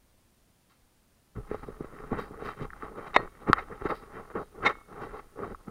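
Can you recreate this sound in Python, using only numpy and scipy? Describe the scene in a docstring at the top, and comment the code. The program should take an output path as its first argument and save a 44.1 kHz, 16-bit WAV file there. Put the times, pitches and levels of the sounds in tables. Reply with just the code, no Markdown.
"""Handling a cased camera on plaster rubble

Someone steps over rubble in a bare concrete room; grit crunches faintly as slip grains under slow swells.
Gear and grip rub, bump and click on a closed plastic case: grains and impulses through its resonances.
The mount clacks and slides as a bank of modes, a metal fitting rings, electronics hiss and whine underneath."""
import sys
import numpy as np
from scipy import signal
from scipy.fft import rfft, irfft
from scipy.io import wavfile

SR = 44100
rng = np.random.default_rng(int(sys.argv[2]) if len(sys.argv) > 2 else 0)


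def transcribe(signal):
    """Save signal, clipped to [-1, 1], as a 16-bit WAV file at the path in sys.argv[1]."""
    frames = np.atleast_2d(signal).T
    limited = np.clip(frames, -1, 1)
    pcm = np.round(limited * 32767).astype(np.int16)
    wavfile.write(sys.argv[1], SR, pcm)


N = 251370
TIME = np.arange(N) / SR
HZ = np.fft.rfftfreq(N, 1 / SR)
HANDLING_START_S = 1.35


def amp(db):
    """Decibels to gain."""
    return 10 ** (np.asarray(db) / 20)


def unit(x):
    """Scales to rms 1."""
    return x / np.sqrt(np.mean(x ** 2) + 1e-20)


def read(points, hz):
    """Interpolates (Hz, value) points on a log-frequency axis."""
    point_hz, value = np.transpose(points)
    return np.interp(np.log(hz + 1), np.log(point_hz), value)


def add(mix, start_s, sound):
    """Mixes a sound in at start_s."""
    part = mix[max(round(start_s * SR), 0):][:len(sound)]
    part += sound[:len(part)]


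def shaped(x, gain):
    """Filters a full-length signal by a gain per frequency."""
    return irfft(rfft(x) * gain, N)


def below(edge_hz, order=4):
    """Gain of a low-pass."""
    return 1 / np.sqrt(1 + (HZ / edge_hz) ** (2 * order))


def softened(x, corner_hz, order=1):
    """Causal low-pass."""
    b, a = signal.butter(order, corner_hz, fs=SR)
    return signal.lfilter(b, a, x)


def wander(rate_hz):
    """Slow random motion of rms 1."""
    return unit(shaped(rng.standard_normal(N), below(rate_hz)))


def resonate(x, hz, width_hz):
    """A damped resonance that passes no steady push."""
    r = np.exp(-np.pi * width_hz / SR)
    return signal.lfilter([1, -1], [1, -2 * r * np.cos(2 * np.pi * hz / SR), r * r], x)


def grains(per_s, spread_db):
    """Tiny random slips of either sign, most near the smallest size, a few larger; rms 1."""
    size = amp(spread_db * np.minimum(rng.exponential(1, N), 4))
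    sign = rng.choice([-1, 1], N)
    occurs = rng.random(N) < per_s / SR
    return unit(size * sign * occurs)


def electronics(hiss_db=-67, busy_hiss_db=2.5, idle_whine_db=-6):
    """Hiss and a thin beating whine, both a little stronger once the handling starts."""
    # hiss spectrum, relative: freq_hz, density_db (per Hz)
    hiss_points = [(35, -45.5), (60, 3), (242, -3.5), (320, -7.5), (359, -5.5), (423, -10), (486, -9.5),
                   (599, -11), (2200, -18.5), (9300, -22.5), (15500, -24)]
    # whine lines, level during handling: freq_hz, rms_db
    whine_lines = [(9491, -83.5), (9523, -83), (9561, -81)]
    busy = np.clip((TIME - HANDLING_START_S) / 0.044, 0, 1)
    hiss = unit(shaped(rng.standard_normal(N), amp(read(hiss_points, HZ))))
    whine = np.zeros(N)
    for hz, db in whine_lines:
        drifting_hz = hz + 3 * wander(rate_hz=18)
        whine += amp(db) * np.sqrt(2) * np.sin(2 * np.pi * np.cumsum(drifting_hz) / SR)
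    return amp(hiss_db + busy_hiss_db * busy) * hiss + amp(idle_whine_db * (1 - busy)) * whine


def sway(contact, rest_db=-74, rumble_db=-45.5, typical_push_db=-45, give=0.62,
         stiff_above_db=-39, settle_s=0.025, rumble_hz=54, uneven_db=2):
    """Heavy contact flexes the case, which stiffens as it bends and pumps the air inside: a low rumble."""
    r = np.exp(-1 / (settle_s * SR))
    push = np.sqrt(signal.lfilter([1 - r], [1, -r], shaped(contact, below(150)) ** 2))
    bend = push / np.hypot(1, push / amp(stiff_above_db))
    noise = shaped(rng.standard_normal(N), below(rumble_hz) * (1 - below(4.5)))
    rumble = unit(noise * amp(uneven_db * wander(rate_hz=7)))
    level = amp(rest_db) + amp(rumble_db) * (bend / amp(typical_push_db)) ** give
    return level * rumble


def through_case(x, size=4096):
    """Rings a force through the plastic case: a minimum-phase filter with its resonances."""
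    # broad response of the case: freq_hz, gain_db
    case_points = [(30, -17), (100, 12.5), (250, 2), (500, -2.5), (700, -6.5), (1100, -9.5), (1500, -6),
                   (2100, -15), (2600, -24.5), (3400, -30.5), (4600, -31), (5500, -36.5), (8000, -43.5),
                   (15000, -48)]
    # resonances of the case: freq_hz, width_hz, lift_db
    case_modes = [(423.8, 87, 8), (486, 130, 2.5), (820, 100, 9), (1112, 163, 11.5), (1300, 186, 11),
                  (1826, 65, 4.5), (1972, 270, 6.5), (2137, 110, 4), (2376, 120, 6), (2692, 120, 11),
                  (3110, 100, 13), (3814, 149, 13.5)]
    hz = abs(np.fft.fftfreq(size, 1 / SR))
    db = read(case_points, hz)
    for mode_hz, width_hz, lift_db in case_modes:
        db = db + lift_db / (1 + (2 * (hz - mode_hz) / width_hz) ** 2)
    spectrum = np.exp(np.conj(signal.hilbert(np.log(amp(db)))))  # phase that makes it causal
    response = np.fft.ifft(spectrum).real
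    return signal.oaconvolve(x, response)[:len(x)]


def footsteps(grit_hz=4750, grit_width_hz=1300, sparkle_db=-15, sparkle_from_hz=6500):
    """Grit gives way under a sole: most is heard through the case, a fine sparkle slips in at its seam."""
    # crushed grit, level at the peak of the swell: start_s, level_db, swell_s (start to peak)
    step_table = [(.695, -64.5, 0.014), (1.53, -66.5, 0.073), (2.185, -52.5, 0.018), (2.44, -54.5, 0.02),
                  (3.578, -59, 0.011), (3.884, -51.5, 0.011), (3.944, -53.5, 0.013), (4.37, -64, 0.03),
                  (5.0, -61.5, 0.025), (5.16, -58, 0.0084), (5.41, -67.5, 0.043)]
    cracks = grains(per_s=1870, spread_db=4)
    grit = unit(through_case(resonate(cracks, grit_hz, grit_width_hz)))
    sparkle = unit(shaped(cracks, (1 - below(sparkle_from_hz)) * below(10200, order=2)))
    load = np.zeros(N)
    for start_s, level_db, swell_s in step_table:
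        u = np.maximum(TIME - start_s, 0) / swell_s
        load += amp(level_db) * u * np.exp(1 - u)
    return load * (grit + amp(sparkle_db) * sparkle)


def room(x):
    """Diffuse echo of bare walls after 8 ms; the lows ring longest, the middle dies first."""
    # decay of the concrete room: freq_hz, t60_s
    decay_points = [(150, 0.79), (1200, 0.12), (3000, 0.34), (8000, 0.47)]
    hz, t, z = signal.stft(rng.standard_normal(SR), SR, nperseg=256)
    t60_s = read(decay_points, hz)[:, None]
    decay = np.exp(-np.log(1000) * t / t60_s) * (t > 0.008)
    tail = signal.istft(z * decay, SR)[1]
    return signal.fftconvolve(x, tail / np.linalg.norm(tail))[:N]


def swell(t, rise_s, fall_s, roundness):
    """Rises to 1 at t = 0 and dies away; roundness 1 is pointed, 2 a bell."""
    distance = np.maximum(-t / rise_s, t / fall_s)
    return np.exp(-np.minimum(distance ** roundness, 60))


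def handling(grip_brightness_db=-0.5, grip_weight_db=-5.5, roundness=1.6):
    """Sums the power of strokes and resting grip; colour is their power-weighted mean."""
    # strokes of gear and grip over the case:
    # peak_s, level_db, rise_s, fall_s, brightness_db (per octave), weight_db (below 300 Hz, relative)
    rub_table = [(1.384, -50, 0.034, 0.026, -2, 10), (1.535, -45, 0.036, 0.038, 1.5, 2.5),
                 (1.635, -50, .012, 0.012, 3, 6.5), (1.688, -45.5, 0.024, 0.028, -4.5, 0.5),
                 (1.812, -48, 0.012, 0.019, -1, 2), (1.848, -49, .015, 0.038, -1.5, -14),
                 (1.945, -54.5, 0.03, .028, -2, 6.5), (2.045, -50.5, 0.086, 0.12, -1, -1),
                 (2.135, -38, 0.021, 0.031, -2, -3), (2.187, -36.5, 0.026, 0.038, 0.5, -2.5),
                 (2.315, -54, .012, 0.09, -6, 7.5), (2.42, -44, 0.033, .018, -3.5, -11),
                 (2.466, -34.5, 0.034, 0.049, 1, -11), (2.629, -42, 0.045, 0.025, 1, 2.5),
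                 (2.844, -43.5, 0.034, 0.049, -0.5, -11.5), (2.915, -52.5, 0.038, 0.045, -12, -2),
                 (2.988, -38.5, 0.029, .028, -4.5, -10), (3.04, -44.5, 0.032, 0.036, -1, -19),
                 (3.077, -40.5, .016, .012, 2, -5.5), (3.217, -40, 0.047, 0.038, -4.5, -5.5),
                 (3.493, -29.5, 0.015, 0.018, -3, -3), (3.595, -38.5, 0.055, .028, 3, -18),
                 (3.725, -39.5, 0.021, 0.017, -4, -4), (3.82, -37.5, 0.0072, 0.0072, -4.5, -1),
                 (3.862, -30, .013, 0.018, -1, -11.5), (3.907, -25, 0.01, 0.026, -3.5, -16),
                 (4.035, -49, 0.0077, 0.0076, .5, 0), (4.175, -43.5, 0.052, 0.046, -2, -6),
                 (4.306, -46, 0.0071, 0.022, -2.5, -14), (4.361, -34.5, 0.013, 0.039, -4, -3.5),
                 (4.413, -38.5, 0.029, .014, -4, -10), (4.6, -46, 0.048, 0.064, -6.5, -7),
                 (4.66, -31, 0.027, 0.023, -2, -5), (4.699, -27, 0.044, 0.017, 1, -18.5),
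                 (4.929, -47, 0.024, 0.025, -2.5, -1), (5.029, -38.5, 0.049, 0.038, -3, -6.5),
                 (5.144, -41.5, 0.014, 0.039, -4.5, -11), (5.196, -44.5, 0.011, 0.0088, 1.5, -14),
                 (5.4, -40, 0.024, 0.037, -5.5, -4.5), (5.437, -36.5, 0.018, 0.041, -4.5, -5),
                 (5.519, -42, 0.018, 0.013, -5, 1.5), (5.683, -44, 0.012, 0.021, -6.5, 1.5)]
    # light rustle of the grip between strokes: time_s, level_db
    grip_points = [(1.35, -64.5), (1.76, -58), (2.35, -55), (2.72, -58), (3.05, -51.5), (3.31, -66),
                   (3.42, -53), (3.64, -53), (4.1, -57), (4.48, -67), (4.76, -55), (4.84, -66),
                   (5.08, -49.5), (5.24, -65), (5.7, -64)]
    power = amp(np.interp(TIME, *np.transpose(grip_points))) ** 2
    bright, heavy = grip_brightness_db * power, grip_weight_db * power
    for peak_s, level_db, rise_s, fall_s, brightness_db, weight_db in rub_table:
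        stroke = (amp(level_db) * swell(TIME - peak_s, rise_s, fall_s, roundness)) ** 2
        power = power + stroke
        bright = bright + brightness_db * stroke
        heavy = heavy + weight_db * stroke
    onset = np.clip((TIME - HANDLING_START_S) / 0.0037, 0, 1)
    return np.sqrt(power) * onset, bright / power, heavy / power


def rubbing(pivot_hz=900, thin_below_hz=105, crackle_db=-5.5, patchy_db=2.5, catch_db=2.0, gliding_db=-37):
    """Stick-slip grains drive the case; weak contact catches and snags, strong contact glides."""
    level, brightness_db, weight_db = handling()
    sticky = 1 / np.hypot(1, level / amp(gliding_db))
    level = level * amp(catch_db * sticky * wander(rate_hz=64))
    fine_slips = grains(per_s=5000, spread_db=2.5)
    coarse_snags = grains(per_s=85, spread_db=0.5)
    sound = through_case(fine_slips + amp(crackle_db) * sticky * coarse_snags)
    low = below(300)
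    weight = unit(shaped(sound, low * (1 - below(thin_below_hz, order=2))))
    rasp = unit(shaped(sound, 1 - low))
    octaves = np.arange(-1, 3)
    place = np.log2((HZ + 1) / pivot_hz)
    tilted = np.zeros(N)
    for k in octaves:  # the moving contact point favours one part of the shell, then another
        band = shaped(rasp, np.interp(place, octaves, octaves == k))
        tilted += amp(brightness_db * k + patchy_db * wander(rate_hz=14)) * band
    return level * (tilted + amp(weight_db) * weight)


def bumps(size=4096, chatter=0.033, chatter_s=0.0055, push_db=-11, push_hz=95, push_width_hz=80):
    """A soft blow chatters briefly and pushes the whole case; the softer the contact, the lower the pitch."""
    # soft bumps, peak before the push is added: start_s, peak_db, pitch_hz
    bump_table = [(1.368, -33, 93), (1.387, -37, 120), (1.514, -21.5, 392), (1.545, -22.5, 560),
                  (1.685, -30, 404), (1.807, -22.5, 242), (1.845, -30.5, 393), (2.119, -19, 236),
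                  (2.129, -22, 670), (2.309, -33.5, 300), (2.423, -27.5, 455), (2.598, -38, 515),
                  (2.612, -27, 187), (2.65, -32, 380), (2.832, -31.5, 258), (3.163, -28, 400),
                  (3.4879, -20.5, 277), (3.4972, -10.5, 269), (3.702, -35, 494), (3.854, -20.5, 327),
                  (4.353, -31.5, 433), (5.392, -34.5, 600), (5.427, -34, 413)]
    out, t = np.zeros(N), np.arange(size) / SR
    push = resonate(1 - np.exp(-t / 0.0015), push_hz, push_width_hz)
    push = amp(push_db) * push / abs(push).max()
    for start_s, peak_db, pitch_hz in bump_table:
        force = chatter * rng.standard_normal(size) * np.exp(-t / chatter_s)
        force[0] += 1
        padded = softened(force, 1.3 * pitch_hz)
        blow = through_case(resonate(padded, pitch_hz, width_hz=0.44 * pitch_hz))
        add(out, start_s, amp(peak_db) * (blow / abs(blow).max() + push))
    return out


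def clicks(size=4096):
    """Hard parts snap against the case and ring for a few cycles: an impulse through two resonances. The one at
    5.434 s is a squeak of the rubbing."""
    # hard plastic clicks, and a rubbing squeak at 5.434 s: start_s, peak_db, pitch_hz, width_hz (of the first
    # resonance)
    click_table = [(1.988, -38, 1900, 2000), (2.375, -42, 1710, 1000), (2.535, -36, 1700, 1190),
                   (2.704, -32.5, 1730, 600), (2.733, -31, 1510, 610), (2.824, -25.5, 1250, 1620),
                   (2.833, -29, 750, 1300), (2.978, -37, 800, 1580), (3.134, -33.5, 1300, 1490),
                   (3.1631, -15.5, 1300, 2200), (3.276, -38.5, 1390, 1000), (3.5312, 1, 1300, 1660),
                   (3.5353, -22.5, 950, 895), (3.581, -23.5, 1400, 300), (4.302, -34, 1200, 1365),
                   (4.754, -35, 1194, 1600), (5.434, -29, 1130, 350), (5.547, -31.5, 1100, 687)]
    out = np.zeros(N)
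    for start_s, peak_db, pitch_hz, width_hz in click_table:
        snap = resonate(signal.unit_impulse(size), pitch_hz, width_hz)
        sound = through_case(resonate(snap, pitch_hz, 0.88 * width_hz))
        add(out, start_s, amp(peak_db) * sound / abs(sound).max())
    return out


def through_mount(x, corner_hz):
    """Rings the stiff mount; a softer contact reaches fewer of its high modes."""
    # modes of the mount: freq_hz, width_hz, gain_db
    mount_modes = [(300, 400, -12), (493, 43, 2), (586, 74, -2), (802, 121, 4.5), (1162, 207, 4),
                   (1240, 24, -6), (1766, 233, -4), (1808, 114, 8.5), (2127, 97, 8), (2260, 100, -24),
                   (2494, 98, -6), (3280, 230, -17.5), (3694, 97, 1), (4000, 340, -17), (5520, 210, -22.5)]
    force = softened(x, corner_hz)
    out = np.zeros(len(x))
    for k, (hz, width_hz, gain_db) in enumerate(mount_modes):  # alternating polarity
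        out += (-1) ** k * amp(gain_db) * width_hz * resonate(force, hz, width_hz)
    return out


def muffled(x, edge_hz=4900):
    """The closed shell keeps out much of the top treble."""
    return softened(x, edge_hz, order=2)


def scrapes(slips_per_s=7000, roundness=3.0):
    """The mount slides in its joint: slip grains swell and die within a few hundredths of a second."""
    # slides: peak_s, level_db, rise_s, fall_s, contact_corner_hz
    scrape_table = [(3.147, -30.5, 0.0052, 0.022, 5990), (3.585, -33, 0.0021, 0.0098, 1000),
                    (3.907, -36.5, 0.013, 0.0079, 600), (4.668, -18.5, 0.014, 0.011, 9300),
                    (4.697, -43, 0.0048, 0.014, 1500)]
    out, slips = np.zeros(N), grains(per_s=slips_per_s, spread_db=3.5)
    t = np.arange(-SR // 10, SR // 10) / SR
    for peak_s, level_db, rise_s, fall_s, corner_hz in scrape_table:
        stroke = swell(t, rise_s, fall_s, roundness)
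        sound = muffled(through_mount(stroke * rng.choice(slips, len(t)), corner_hz))
        sound *= np.linalg.norm(stroke) / np.linalg.norm(sound)
        add(out, peak_s + t[0], amp(level_db) * sound)
    return out


def clacks(size=4096):
    """The mount strikes its stop and bounces once."""
    # knocks, peak before overload: start_s, peak_db, contact_corner_hz
    clack_table = [(3.1628, -2, 600), (3.1659, -3, 2620)]
    out = np.zeros(N)
    for start_s, peak_db, corner_hz in clack_table:
        sound = muffled(through_mount(signal.unit_impulse(size), corner_hz))
        add(out, start_s, amp(peak_db) * sound / abs(sound).max())
    return out


def fitting():
    """A small metal part rings on after the hardest contacts: decaying sines."""
    # ringing partials: start_s, peak_db, freq_hz, t60_s
    ring_table = [(3.165, -27, 1876, .13), (3.165, -43.5, 4245, .115), (3.165, -62, 2210, .88),
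                  (4.67, -46, 2191, .49), (4.669, -50, 1357, .5)]
    out, t = np.zeros(N), np.arange(SR) / SR
    for start_s, peak_db, hz, t60_s in ring_table:
        decay = np.exp(-np.log(1000) * t / t60_s)
        add(out, start_s, amp(peak_db) * decay * np.sin(2 * np.pi * hz * t))
    return out


def scene():
    """Contact sounds carry a trace of the room, the steps carry more of it."""
    contact = rubbing() + bumps() + clicks() + scrapes() + clacks() + fitting()
    steps = footsteps()
    echo = room(amp(-26.5) * contact + amp(-5) * steps)
    return (electronics() + sway(contact) + steps + contact + echo)[None]


def record(dry, overload=0.69, cutoff_hz=15800):
    """The loudest peaks overload the input; then the band limit."""
    clipped = np.clip(dry, -overload, overload)
    band_limit = signal.firwin(401, cutoff_hz, window=("kaiser", 8), fs=SR)
    return signal.oaconvolve(clipped, band_limit[None], "same")


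dry = scene()
out = record(dry)
transcribe(out)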